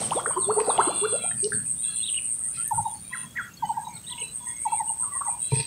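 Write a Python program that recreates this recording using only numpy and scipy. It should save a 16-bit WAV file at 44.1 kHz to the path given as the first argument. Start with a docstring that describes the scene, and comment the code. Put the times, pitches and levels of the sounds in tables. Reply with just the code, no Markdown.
"""Riverbank by day

A cicada song throbs in two voices near 8-9 kHz: bursts of rib clicks ringing narrow body modes. Water
gurgles, mostly at first, in gliding bubble tones; a broad hiss fades out within a third of a second.
Near birds hoot, pip and chirp in gliding sines with a short scrub echo; far whistles, cries and faint
blips are rougher sines. Snaps, rustles and dull thuds are impulses, filtered noise and low tones. Wind
brushes the microphone as low noise, and near the end something knocks against it."""
import sys
import numpy as np
from scipy import signal
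from scipy.fft import rfft, irfft
from scipy.io import wavfile

SR = 44100
rng = np.random.default_rng(int(sys.argv[2]) if len(sys.argv) > 2 else 0)


def master_out(mix):
    """Clip the mix to full scale and print it as 16-bit PCM to the path in sys.argv[1]."""
    frames = np.transpose(np.atleast_2d(mix))
    ceiling = np.clip(frames, -1, 1)
    pcm = np.round(ceiling * 32767).astype(np.int16)
    wavfile.write(sys.argv[1], SR, pcm)


N = 249998
TIME = np.arange(N) / SR


def amp(db):
    """Decibels to gain."""
    return 10 ** (np.asarray(db) / 20)


def rms_one(x):
    """Scale to unit rms."""
    return x / np.sqrt(np.mean(x ** 2) + 1e-20)


def level(rows, column=1):
    """Gain along a (t/s, level/dB, ..) table, down at -120 dB outside it."""
    table = np.transpose(rows)
    return amp(np.interp(TIME, table[0], table[column], left=-120, right=-120))


def drift(rate_hz):
    """Random wander of rms 1: noise smoothed by a two-pole low-pass."""
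    pole = np.exp(-2 * np.pi * rate_hz / SR)
    noise = rng.standard_normal(N + SR)
    settled = signal.lfilter([1], [1, -2 * pole, pole * pole], noise)[SR:]
    return rms_one(settled)


def steep(x, low_hz, high_hz, order=4):
    """Band-pass with steep skirts."""
    return signal.sosfilt(signal.butter(order, [low_hz, high_hz], "band", fs=SR, output="sos"), x)


def band(low_hz, high_hz):
    """Band of noise, rms 1."""
    return rms_one(steep(rng.standard_normal(N), low_hz, high_hz))


def coloured(spectrum):
    """Noise shaped by an (f/Hz, level/dB) curve on a log frequency axis, rms 1."""
    hz, db = np.transpose(spectrum)
    grid_hz = np.maximum(np.arange(N // 2 + 1) * SR / N, 1)
    curve = amp(np.interp(np.log(grid_hz), np.log(hz), db))
    return rms_one(irfft(rfft(rng.standard_normal(N)) * curve, N))


def swell(u, place, fullness):
    """A hump over u = 0..1 with its top at place; small fullness gives a flat top."""
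    bent = np.clip(u, 0, 1) ** (np.log(.5) / np.log(np.clip(place, .1, .9)))
    return np.abs(np.sin(np.pi * bent)) ** fullness


def notes(rows, fullness, overhang, rough=0., rough_hz=60):
    """Sines gliding through three pitches; roughness mixes in a noisy tremble, shifted for each note."""
    out = np.zeros(N)
    tremble = drift(rough_hz) + 1j * drift(rough_hz)
    shifts = rng.integers(0, N, len(rows))
    for (s, length, start_hz, middle_hz, end_hz, peak_db, place), shift in zip(rows, shifts):
        # the hump overhangs the note's nominal length at both ends
        first = max(round((s - overhang * length) * SR), 0)
        last = min(round((s + (1 + overhang) * length) * SR), N)
        at = np.arange(first, last)
        u = (at / SR - s) / length
        curve = np.polyfit([0, .5, 1], np.log([start_hz, middle_hz, end_hz]), 2)
        hz = np.exp(np.polyval(curve, u))
        tone = np.exp(2j * np.pi * np.cumsum(hz) / SR)
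        tone = tone * (1 - rough + rough * tremble[(at + shift) % N])
        hump = swell((u + overhang) / (1 + 2 * overhang), place, fullness)
        out[at] += amp(peak_db) * hump * tone.imag
    return out


def glides(rows, early, place):
    """Notes from (s, length, start Hz, end Hz, dB); the share early of the glide is done by the middle."""
    return [(s, length, a, a * (b / a) ** early, b, db, place) for s, length, a, b, db in rows]


def scrub_echo(x, t60, length_s):
    """Dense scattered returns from leaves and bank, which die and end soon."""
    return scatter(x, t60, length_s)


def scatter(x, t60, length_s):
    """Smear a sound with a short decaying noise tail of unit energy."""
    t = np.arange(round(length_s * SR)) / SR
    fades = np.clip(t / .012, 0, 1) * np.clip((length_s - t) / .05, 0, 1)
    tail = amp(-60 * t / t60) * fades * rng.standard_normal(len(t))
    return signal.fftconvolve(x, tail / np.sqrt(np.sum(tail ** 2)))[:N]


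# colour of the open air: f/Hz, relative level/dB
AIR_COLOUR = [(150, -63), (250, -4), (1180, -6.5), (1350, -8), (3620, -11), (5760, -12), (6280, -11),
              (7730, -4.5), (8420, -10.5), (15400, -11.5)]


def air():
    """Steady open-air hiss: noise shaped to one spectrum."""
    return amp(-53) * coloured(AIR_COLOUR)


# trill bands: f/Hz, width/Hz, level/dB before pulsing and wander
INSECT_BANDS = [(6480, 90, -64), (7500, 70, -69)]


def faint_insects():
    """Far crickets: narrow trills of 35 pulses a second that come and go."""
    trill = (.5 + .5 * np.cos(2 * np.pi * 35 * TIME)) ** 2
    return sum(amp(db + 9.8 * drift(7.9)) * trill * band(hz - width / 2, hz + width / 2)
               for hz, width, db in INSECT_BANDS)


# gust peaks on the microphone: t/s, level/dB before flutter, fading/dB per s
GUST_PEAKS = [(0.0, -40, 50), (0.47, -45.5, 69), (0.78, -47.5, 17.5), (1.36, -43, 111), (1.561, -35, 138),
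              (2.79, -56.5, 80), (3.23, -49.5, 76), (3.65, -47.5, 104), (3.94, -47, 202)]
# colour of the steady rumble: f/Hz, relative level/dB
RUMBLE_COLOUR = [(15, -49), (25, -25), (48, 3), (147, 3.5), (182, -1), (221, -48), (244, -5.5), (330, -8.5),
                 (430, -14.5), (730, -120)]
GUST_RISE_DB_PER_S, BREEZE_DB, RUMBLE_DB = 415, -57, -55


def wind():
    """Low noise brushing the microphone: a fluttering breeze, gusts that rise fast and fade, and rumble."""
    gusts = amp(BREEZE_DB)
    for s, db, fading_db in GUST_PEAKS:
        slope_db = np.where(TIME < s, GUST_RISE_DB_PER_S, fading_db)
        gusts = gusts + amp(db - slope_db * np.abs(TIME - s))
    flutter = amp(1.5 * drift(14))
    return gusts * flutter * band(101, 236) + amp(RUMBLE_DB) * coloured(RUMBLE_COLOUR)


def blips(count, level_db):
    """A random scatter of faint rough blips that makes the background patchy."""
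    rows = []
    for s, a, b in rng.random((count, 3)):
        hz = 1300 * 3.7 ** b
        # longer blips are louder
        rows.append((s * N / SR, .03 + .06 * a, hz, hz, hz, level_db + 6.0 * a, .4))
    return notes(rows, fullness=0.42, overhang=0.064, rough=0.88, rough_hz=38.7)


# far whistles and single overtones of far cries: t/s, length/s, start f/Hz, end f/Hz, level/dB
FAR_TONES = [(.31, 0.084, 3240, 3190, -47), (.39, 0.24, 4360, 4360, -46), (0.49, 0.093, 2730, 2730, -55),
             (.52, .68, 4580, 4760, -52), (.78, 0.11, 2120, 2170, -44), (.8, 0.21, 3090, 3050, -45),
             (.91, 0.26, 2370, 2380, -49.5), (1.1, 0.28, 1397, 1370, -44), (1.21, 0.085, 2360, 2410, -43),
             (1.38, 0.12, 4680, 4700, -48), (1.44, 0.027, 2935, 2930, -39),
             (2.575, 0.059, 1330, 1410, -39.5), (2.645, 0.073, 1760, 1790, -44.5),
             (2.74, .07, 1400, 1370, -47.5), (3.11, 0.17, 1037, 1017, -42), (3.23, .05, 1880, 1880, -48),
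             (3.26, .08, 3330, 3340, -51), (3.36, .12, 3320, 3330, -48), (3.36, 0.075, 988, 960, -51),
             (3.57, 0.025, 4430, 4300, -46), (3.635, 0.024, 4590, 4600, -44),
             (3.64, 0.095, 3020, 3010, -49), (3.64, 0.03, 1960, 1980, -47.5), (3.8, 0.14, 966, 950, -41),
             (3.85, 0.054, 3850, 3820, -46.5), (4.08, 0.081, 1910, 2050, -46), (4.1, 0.17, 980, 948, -43),
             (4.18, 0.058, 2210, 2210, -47.5), (4.23, 0.053, 2650, 2610, -42.5),
             (4.23, 0.1, 3970, 4000, -47), (4.4, 0.19, 3390, 3360, -52), (4.41, 0.14, 978, 970, -42.5),
             (4.47, 0.068, 1880, 1910, -43), (4.47, 0.32, 2064, 2380, -49), (4.66, 0.046, 1990, 1950, -53),
             (4.725, 0.048, 2280, 2340, -47), (4.78, .045, 2230, 1850, -38.5),
             (4.875, 0.039, 2880, 2880, -52), (5.0, 0.097, 993, 1014, -36.5), (5.05, 0.12, 1145, 1130, -40),
             (5.125, 0.075, 1970, 1850, -41.5), (5.25, 0.15, 952, 955, -36.5),
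             (5.27, 0.026, 1980, 2000, -42.5), (5.51, .04, 2370, 2400, -41.5)]
# dull far thuds: t/s, length/s, start f/Hz, level/dB
FAR_THUDS = [(2.735, 0.052, 124, -32.5), (2.775, 0.065, 119.6, -28.5)]


def far_tones_and_thuds():
    """Rough gliding sines: whistles, single overtones of cries, and thuds that sag 6 percent in pitch."""
    thuds = [(s, length, hz, 0.94 * hz, db) for s, length, hz, db in FAR_THUDS]
    rows = glides(FAR_TONES + thuds, early=.5, place=0.39)
    return notes(rows, fullness=0.53, overhang=0.045, rough=0.5, rough_hz=34)


# hoarse far cries: t/s, length/s, start, middle and end f/Hz of the fundamental,
# reference level/dB, overtone position where it applies (may lie outside the sounded ones)
FAR_CRIES = [(0.739, 0.59, 660, 691, 634, -42.5, 5.04), (1.828, 0.29, 657, 680, 666, -45.5, 5.3),
             (3.1, 0.16, 650, 665, 662, -48.5, 3.3), (4.657, 0.12, 663, 663, 682, -50, 3.5),
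             (5.418, 0.29, 644, 676, 660, -43.5, 7.2)]
CRY_FALL_DB = 3.5   # loss for each overtone step away from the reference position


def cries():
    """Only overtones four to six of each cry carry this far, each trembling on its own."""
    rows = [(s, length, k * a, k * b, k * c, db - CRY_FALL_DB * abs(k - position), .45)
            for s, length, a, b, c, db, position in FAR_CRIES for k in range(4, 7)]
    return notes(rows, fullness=.5, overhang=.04, rough=.9, rough_hz=45)


# cloth and leaves, one list a rustle: t/s, level/dB
RUSTLE_LEVELS = [
    [(0.59, -42), (0.605, -44.5), (0.95, -63)],
    [(2.53, -63), (2.566, -43), (2.68, -66)],
    [(5.5, -50), (5.59, -34.5), (5.669, -46)],
]
# rustle colour: f/Hz, width/Hz, relative level/dB
RUSTLE_COLOUR = [(1930, 320, -1), (2540, 200, 4.5), (3310, 68, -6), (4090, 330, 3.5), (4670, 120, 1),
                 (5160, 280, -3), (5940, 570, -5.5), (3630, 62, -9)]


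def rustle():
    """Dense uneven grains through a few bands, each flickering on its own."""
    grains = rng.standard_normal(N) * amp(3.5 * drift(150))
    bands = sum(amp(db + 2.8 * drift(18.6)) * rms_one(steep(grains, hz - width / 2, hz + width / 2, order=2))
                for hz, width, db in RUSTLE_COLOUR)
    return sum(level(rows) for rows in RUSTLE_LEVELS) * rms_one(bands)


# blows on the microphone: t/s, relative level/dB
BLOWS = [(5.519, -11), (5.566, -18), (5.579, -36), (5.593, -20.5)]
# housing modes: f/Hz, relative level/dB, t60/s
HOUSING_MODES = [(131.4, 7, 0.083), (436, -8, 0.091), (927, -14, 0.16)]


def knocks():
    """Soft blows on the housing set its modes ringing, roughened by loose contact."""
    out = np.zeros(N)
    for hz, db, t60 in HOUSING_MODES:
        loose = amp(3.0 * drift(68))
        for s, peak_db in BLOWS:
            t = np.maximum(TIME - s, 0)
            build_up = 1 - np.exp(-t * hz / 1.67)   # takes a cycle or two
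            ring = amp(peak_db + db - 60 * t / t60) * np.sin(2 * np.pi * hz * t)
            out += loose * build_up * ring
    return out


# dry clicks: t/s, centre f/Hz, width/Hz, peak level/dB
SNAPS = [(.262, 1480, 750, -21.5), (1.52, 1580, 445, -20), (0.108, 3000, 870, -21.5),
         (.195, 2060, 400, -42), (.603, 2120, 1550, -21.5), (.777, 2200, 500, -33), (.777, 3150, 680, -21),
         (1.443, 4980, 2060, -15), (2.678, 11800, 3500, -14)]


def clicks():
    """Single dry snaps: an impulse through a band of its own."""
    out = np.zeros(N)
    for s, hz, width, peak_db in SNAPS:
        snap = steep(np.r_[1., np.zeros(999)], hz - width / 2, hz + width / 2)
        out[round(s * SR):][:1000] += amp(peak_db) * snap / np.abs(snap).max()
    return out


# splash: t/s, lower band level/dB, upper band level/dB
SPLASH_LEVELS = [(0.0, -41, -50.5), (0.488, -56, -53.5), (0.738, -39, -40), (1.2, -61, -52.5)]


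def splash():
    """Water noise in two low bands, each with its own level curve."""
    return level(SPLASH_LEVELS) * band(300, 870) + level(SPLASH_LEVELS, column=2) * band(870, 1450)


# fading hiss: t/s, level/dB before a 9.5 dB lift
HISS_LEVELS = [(0.0, -48), (0.22, -60), (0.3, -77)]


def opening_hiss():
    """Broad hiss that fades out within the first third of a second."""
    return level(HISS_LEVELS) * amp(9.5) * band(1170, 9400)


# bubbles: t/s, length/s, start f/Hz, end f/Hz, level/dB, place of the peak 0-1
BUBBLE_NOTES = [(0.005, 0.032, 356, 1380, -27.5, 0.35), (0.113, 0.023, 683, 1293, -20, 0.36),
                (0.153, 0.049, 314, 1420, -21, 0.47), (0.258, 0.0083, 1130, 1736, -19, 0.48),
                (0.268, 0.044, 417, 641, -25.5, 0.36), (0.305, 0.012, 850, 1170, -23.5, 0.58),
                (0.363, 0.017, 960, 1060, -16, 0.63), (0.485, 0.031, 506, 1410, -20, 0.58),
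                (0.555, 0.02, 792, 695, -21.5, 0.84), (0.582, 0.023, 830, 1136, -19.5, 0.38),
                (0.662, 0.019, 840, 746, -20.5, 0.83), (0.675, 0.036, 311, 1333, -16.5, 0.58),
                (0.784, 0.032, 654, 1500, -11, 0.22), (0.872, 0.017, 684, 1196, -21.5, 0.75),
                (0.875, 0.056, 319, 1317, -22, 0.16), (1.03, 0.029, 856, 1505, -22.5, 0.61),
                (1.125, 0.0398, 427, 690, -23, 0.3), (1.24, 0.024, 630, 870, -29.5, 0.28),
                (1.313, 0.011, 1720, 1890, -28, 0.089), (1.522, 0.016, 1453, 1754, -26.5, 0.62),
                (5.03, 0.027, 1376, 1147, -39, 0.41), (5.145, 0.034, 963, 1140, -31.5, 0.54),
                (5.21, 0.013, 1013, 1207, -18.5, 0.52), (5.258, 0.014, 1052, 1060, -30, 0.7),
                (5.277, 0.018, 871, 770, -27, 0.45)]
BIG_BUBBLE_HZ = 500   # below this start the glide is even in log pitch, above it even in Hz


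def bubbles():
    """Each bubble is a gliding tone, most of them rising; big ones climb slowly at first."""
    rows = []
    for s, length, a, b, db, place in BUBBLE_NOTES:
        middle_hz = np.sqrt(a * b) if a < BIG_BUBBLE_HZ else (a + b) / 2
        rows.append((s, length, a, middle_hz, b, db, place))
    return notes(rows, fullness=0.62, overhang=0.071, rough=0.24, rough_hz=127)


# hoots: t/s, length/s, centre f/Hz, level/dB
HOOT_NOTES = [(0.365, 0.027, 364, -23), (0.474, 0.045, 412.5, -18.5), (0.566, 0.022, 423, -16.5),
              (0.593, 0.025, 432, -17), (0.787, 0.017, 399, -20.5), (1.016, 0.044, 411.4, -19.5),
              (1.43, 0.04, 406.4, -21), (4.214, 0.014, 454, -39.5)]
HOOT_RISE_HZ_PER_S = 1090


def hoots():
    """Low pure tones whose pitch creeps up."""
    rows = []
    for s, length, hz, db in HOOT_NOTES:
        half_rise = HOOT_RISE_HZ_PER_S * length / 2
        rows.append((s, length, hz - half_rise, hz + half_rise, db))
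    return notes(glides(rows, early=0.59, place=0.72), fullness=0.38, overhang=0.115)


# calls of the pip bird: t/s, level/dB, number of pips
PIP_CALLS = [(2.708, -18.5, 3), (3.623, -19, 4), (4.652, -18.6, 4)]
# one pip call: t/s into the call, length/s, relative level/dB
PIP_PATTERN = [(0.002, 0.025, 0.2), (0.069, 0.0278, -1), (0.147, 0.0211, -2), (0.246, 0.017, -9.5)]
PIP_HZ = 978.5, 877, 779   # start, middle, end


def pips():
    """Short runs of pure falling pips in one rhythm."""
    rows = [(s + lag, length, *PIP_HZ, db + loss_db, 0.49)
            for s, db, count in PIP_CALLS for lag, length, loss_db in PIP_PATTERN[:round(count)]]
    return notes(rows, fullness=1.0, overhang=0.099)


# falling chirps: t/s, length/s, start f/Hz, end f/Hz, level/dB
CHIRP_NOTES = [(0.015, 0.041, 4410, 3050, -38.5), (0.155, 0.065, 3810, 3220, -39.5),
               (0.415, 0.055, 4300, 3480, -38.5), (0.7, 0.02, 3940, 3470, -30.5),
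               (0.955, 0.059, 4040, 3410, -45), (1.53, 0.038, 4800, 4300, -45.5),
               (1.836, 0.017, 4010, 3540, -37.5), (1.965, 0.0137, 3820, 3200, -39),
               (3.965, 0.015, 4320, 3730, -40)]
# warble phrase: t/s into it, length/s, start, middle and end f/Hz before the pitch factor,
# relative level/dB, place of the peak 0-1
WARBLE_PHRASE = [(0, 0.017, 4330, 4280, 4220, -15, 0.54), (0.102, 0.0154, 2930, 2930, 2600, -14.5, 0.1),
                 (0.127, 0.0232, 3510, 3740, 3840, -1.5, 0.66), (0.156, 0.0134, 2680, 3310, 4000, -4, 0.74),
                 (0.175, 0.023, 4010, 3344, 2780, -0.2, 0.47), (0.241, 0.018, 2550, 2930, 2450, -5.5, 0.36),
                 (0.263, 0.027, 2693, 2946, 2465, -1.5, 0.65)]
# warbles sung: t/s, level/dB, pitch factor
WARBLE_CALLS = [(1.9, -27, 0.995), (3.939, -30.5, 1.01)]
# hooked phrase: t/beats into it, length/beats, start, middle and end f/Hz,
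# relative level/dB, place of the peak 0-1
HOOK_PHRASE = [(0, 0.88, 1857, 1923, 2026, -0.46, 0.73), (0.718, 1.4, 2057, 1510, 1316, -1, 0.18)]
# hooked calls sung: t/s, level/dB, beat/s
HOOK_CALLS = [(3.124, -26, .019), (3.355, -23, .03)]


def chirps():
    """Slightly rough gliding sines: falling chirps, the warble and the hooked call."""
    falling = glides(CHIRP_NOTES, early=.8, place=0.39)
    warble = [(s + lag, length, a * factor, b * factor, c * factor, db + loss_db, place)
              for s, db, factor in WARBLE_CALLS for lag, length, a, b, c, loss_db, place in WARBLE_PHRASE]
    hooks = [(s + lag * beat, length * beat, a, b, c, db + loss_db, place)
             for s, db, beat in HOOK_CALLS for lag, length, a, b, c, loss_db, place in HOOK_PHRASE]
    return notes(falling + warble + hooks, fullness=0.52, overhang=0.074, rough=0.26, rough_hz=140)


SLACK_REST, SLACK_SHARPNESS = .33, 3.2   # a slack voice drones on between narrower throbs


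def cicada(pace, song, body, per_s, jitter, blur, fullness, rest, full_db, place):
    """The tymbal buckles in quick bursts of rib clicks into the body modes; effort tilts their balance."""
    paced, sung = np.transpose(pace)
    times, dbs, slackness = np.transpose(song)
    starts = np.interp(np.arange(sung[-1] + 1), sung, paced)
    levels_db = np.interp(starts, times, dbs)
    slacks = np.interp(starts, times, np.clip(slackness, 0, 1))

    # the song never quite stops between throbs; this floor lags the throb levels by 76 ms
    floor = rest + SLACK_REST * np.interp(TIME, starts, slacks)
    gain = floor * amp(np.interp(TIME, starts + 0.076, levels_db))
    for s, end, level_db, slack in zip(starts, starts[1:], levels_db, slacks):
        span = slice(max(round(s * SR), 0), round(end * SR))
        u = (TIME[span] - s) / (end - s)
        gain[span] += amp(level_db) * swell(u, place, fullness + SLACK_SHARPNESS * slack)

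    turns = np.cumsum(per_s * (1 + jitter * drift(9.8))) / SR
    burst = (.5 + .5 * np.cos(2 * np.pi * turns)) ** 7
    # the rib pattern repeats from burst to burst, blurred by chance
    ribs = np.interp(turns % 1, np.linspace(0, 1, 380), rng.standard_normal(380))
    drive = burst * (rms_one(ribs) * (1 - blur) + blur * rng.standard_normal(N))

    effort_db = 20 * np.log10(gain + 1e-9) - full_db
    ringing, power = 0, 0
    for hz, width, db, slope in body:
        mode = rms_one(steep(drive, hz - width / 2, hz + width / 2, order=3))
        ringing = ringing + amp(db + slope * effort_db) * mode
        power = power + amp(2 * (db + slope * effort_db))
    # evened out, so that effort changes the colour and gain alone the loudness
    return gain * ringing / np.sqrt(power)


# throb pace: t/s, throbs sung so far
UPPER_THROBS = [(-0.06, 0), (3.262, 24), (4.03, 30), (5.76, 43)]
# song, read at the start of each throb: t/s, level/dB, slackness 0-1
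UPPER_SONG = [(-0.06, -32.5, .01), (0.22, -39, .01), (0.49, -35.5, .01), (1.6, -33.5, 0.27),
              (2.3, -31, 0.13), (2.71, -31, .01), (2.985, -37.5, .01), (3.123, -35, .01), (3.262, -59, .01),
              (3.9, -80, .01), (4.03, -63, .5), (4.16, -46.5, .3), (4.56, -40, .3), (5.1, -44, .01),
              (5.76, -47, .01)]
# body modes: f/Hz, width/Hz, relative level/dB, extra dB for each dB of effort
UPPER_MODES = [(9040, 200, -2, .1), (9230, 190, -2, 0.01)]


def upper_voice():
    """Upper voice of the cicada song, just above 9 kHz; after 4 s it is the low singer's upper edge."""
    return cicada(UPPER_THROBS, UPPER_SONG, UPPER_MODES, per_s=116, jitter=.015, blur=0.35,
                  fullness=.6, rest=0.04, full_db=-40, place=.52)


# throb pace: t/s, throbs sung so far
LOWER_THROBS = [(-0.03, 0), (0.105, 1), (0.219, 2), (0.635, 5), (1.491, 11), (2.063, 15), (2.368, 17),
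                (2.527, 18), (2.702, 19), (2.988, 21), (3.11, 22), (3.22, 23), (3.351, 24), (3.62, 26),
                (4.69, 34), (5.77, 42)]
# song, read at the start of each throb: t/s, level/dB, slackness 0-1
LOWER_SONG = [(-0.03, -28.5, 0.3), (0.105, -30.5, .01), (0.219, -25.5, .01), (0.7, -24.5, .01),
              (1.491, -25, 0.12), (2.3, -26, .01), (2.527, -28.5, .01), (2.702, -34.5, 0),
              (2.848, -48, 0.4), (2.988, -66, .3), (3.11, -48, .3), (3.22, -53, 0.4), (3.351, -51.5, .3),
              (3.49, -66, .3), (3.62, -42.5, .5), (3.89, -40.5, 0.9), (4.02, -35, 0.7), (4.55, -32, 0.95),
              (4.69, -26.5, .1), (5.092, -26.5, 0.26), (5.499, -25, 0.04), (5.77, -32, .01)]
# body modes: f/Hz, width/Hz, relative level/dB, extra dB for each dB of effort
LOWER_MODES = [(7950, 70, -15, .3), (8230, 140, -5, 0.01), (8390, 160, -4, .3), (8600, 280, 0, .9),
               (8810, 200, -6, 1.6)]


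def lower_voice():
    """Lower voice of the cicada song: the low singer, ringing near 8 to 8.8 kHz."""
    return cicada(LOWER_THROBS, LOWER_SONG, LOWER_MODES, per_s=116, jitter=.012, blur=.25,
                  fullness=1.0, rest=.09, full_db=-27, place=.55)


def scene():
    """All voices, nearly central, with echoes, wind and air."""
    background = air() + faint_insects() + wind()
    far = blips(count=80, level_db=-61) + far_tones_and_thuds() + cries()
    handling = rustle() + knocks()
    near = clicks() + bubbles() + hoots() + pips() + chirps()
    cicadas = steep(upper_voice() + lower_voice(), 7850, 9360, order=6)
    near_echo = amp(-8.5) * scrub_echo(near, t60=0.58, length_s=0.14)
    cicada_echo = amp(-10) * scrub_echo(cicadas, t60=0.15, length_s=0.25)
    mid = background + far + handling + splash() + opening_hiss() + near + cicadas + near_echo + cicada_echo
    # a very faint diffuse difference between the channels
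    side = amp(-50) * scatter(mid, t60=.05, length_s=.05)
    return np.array([mid + side, mid - side])


def record(dry):
    """The microphone loses the deepest bass; the top is cut."""
    thin = signal.sosfilt(signal.butter(2, 42, "high", fs=SR, output="sos"), dry)
    return signal.sosfilt(signal.ellip(14, .5, 95, 15680, fs=SR, output="sos"), thin)


dry = scene()
out = record(dry)
master_out(out)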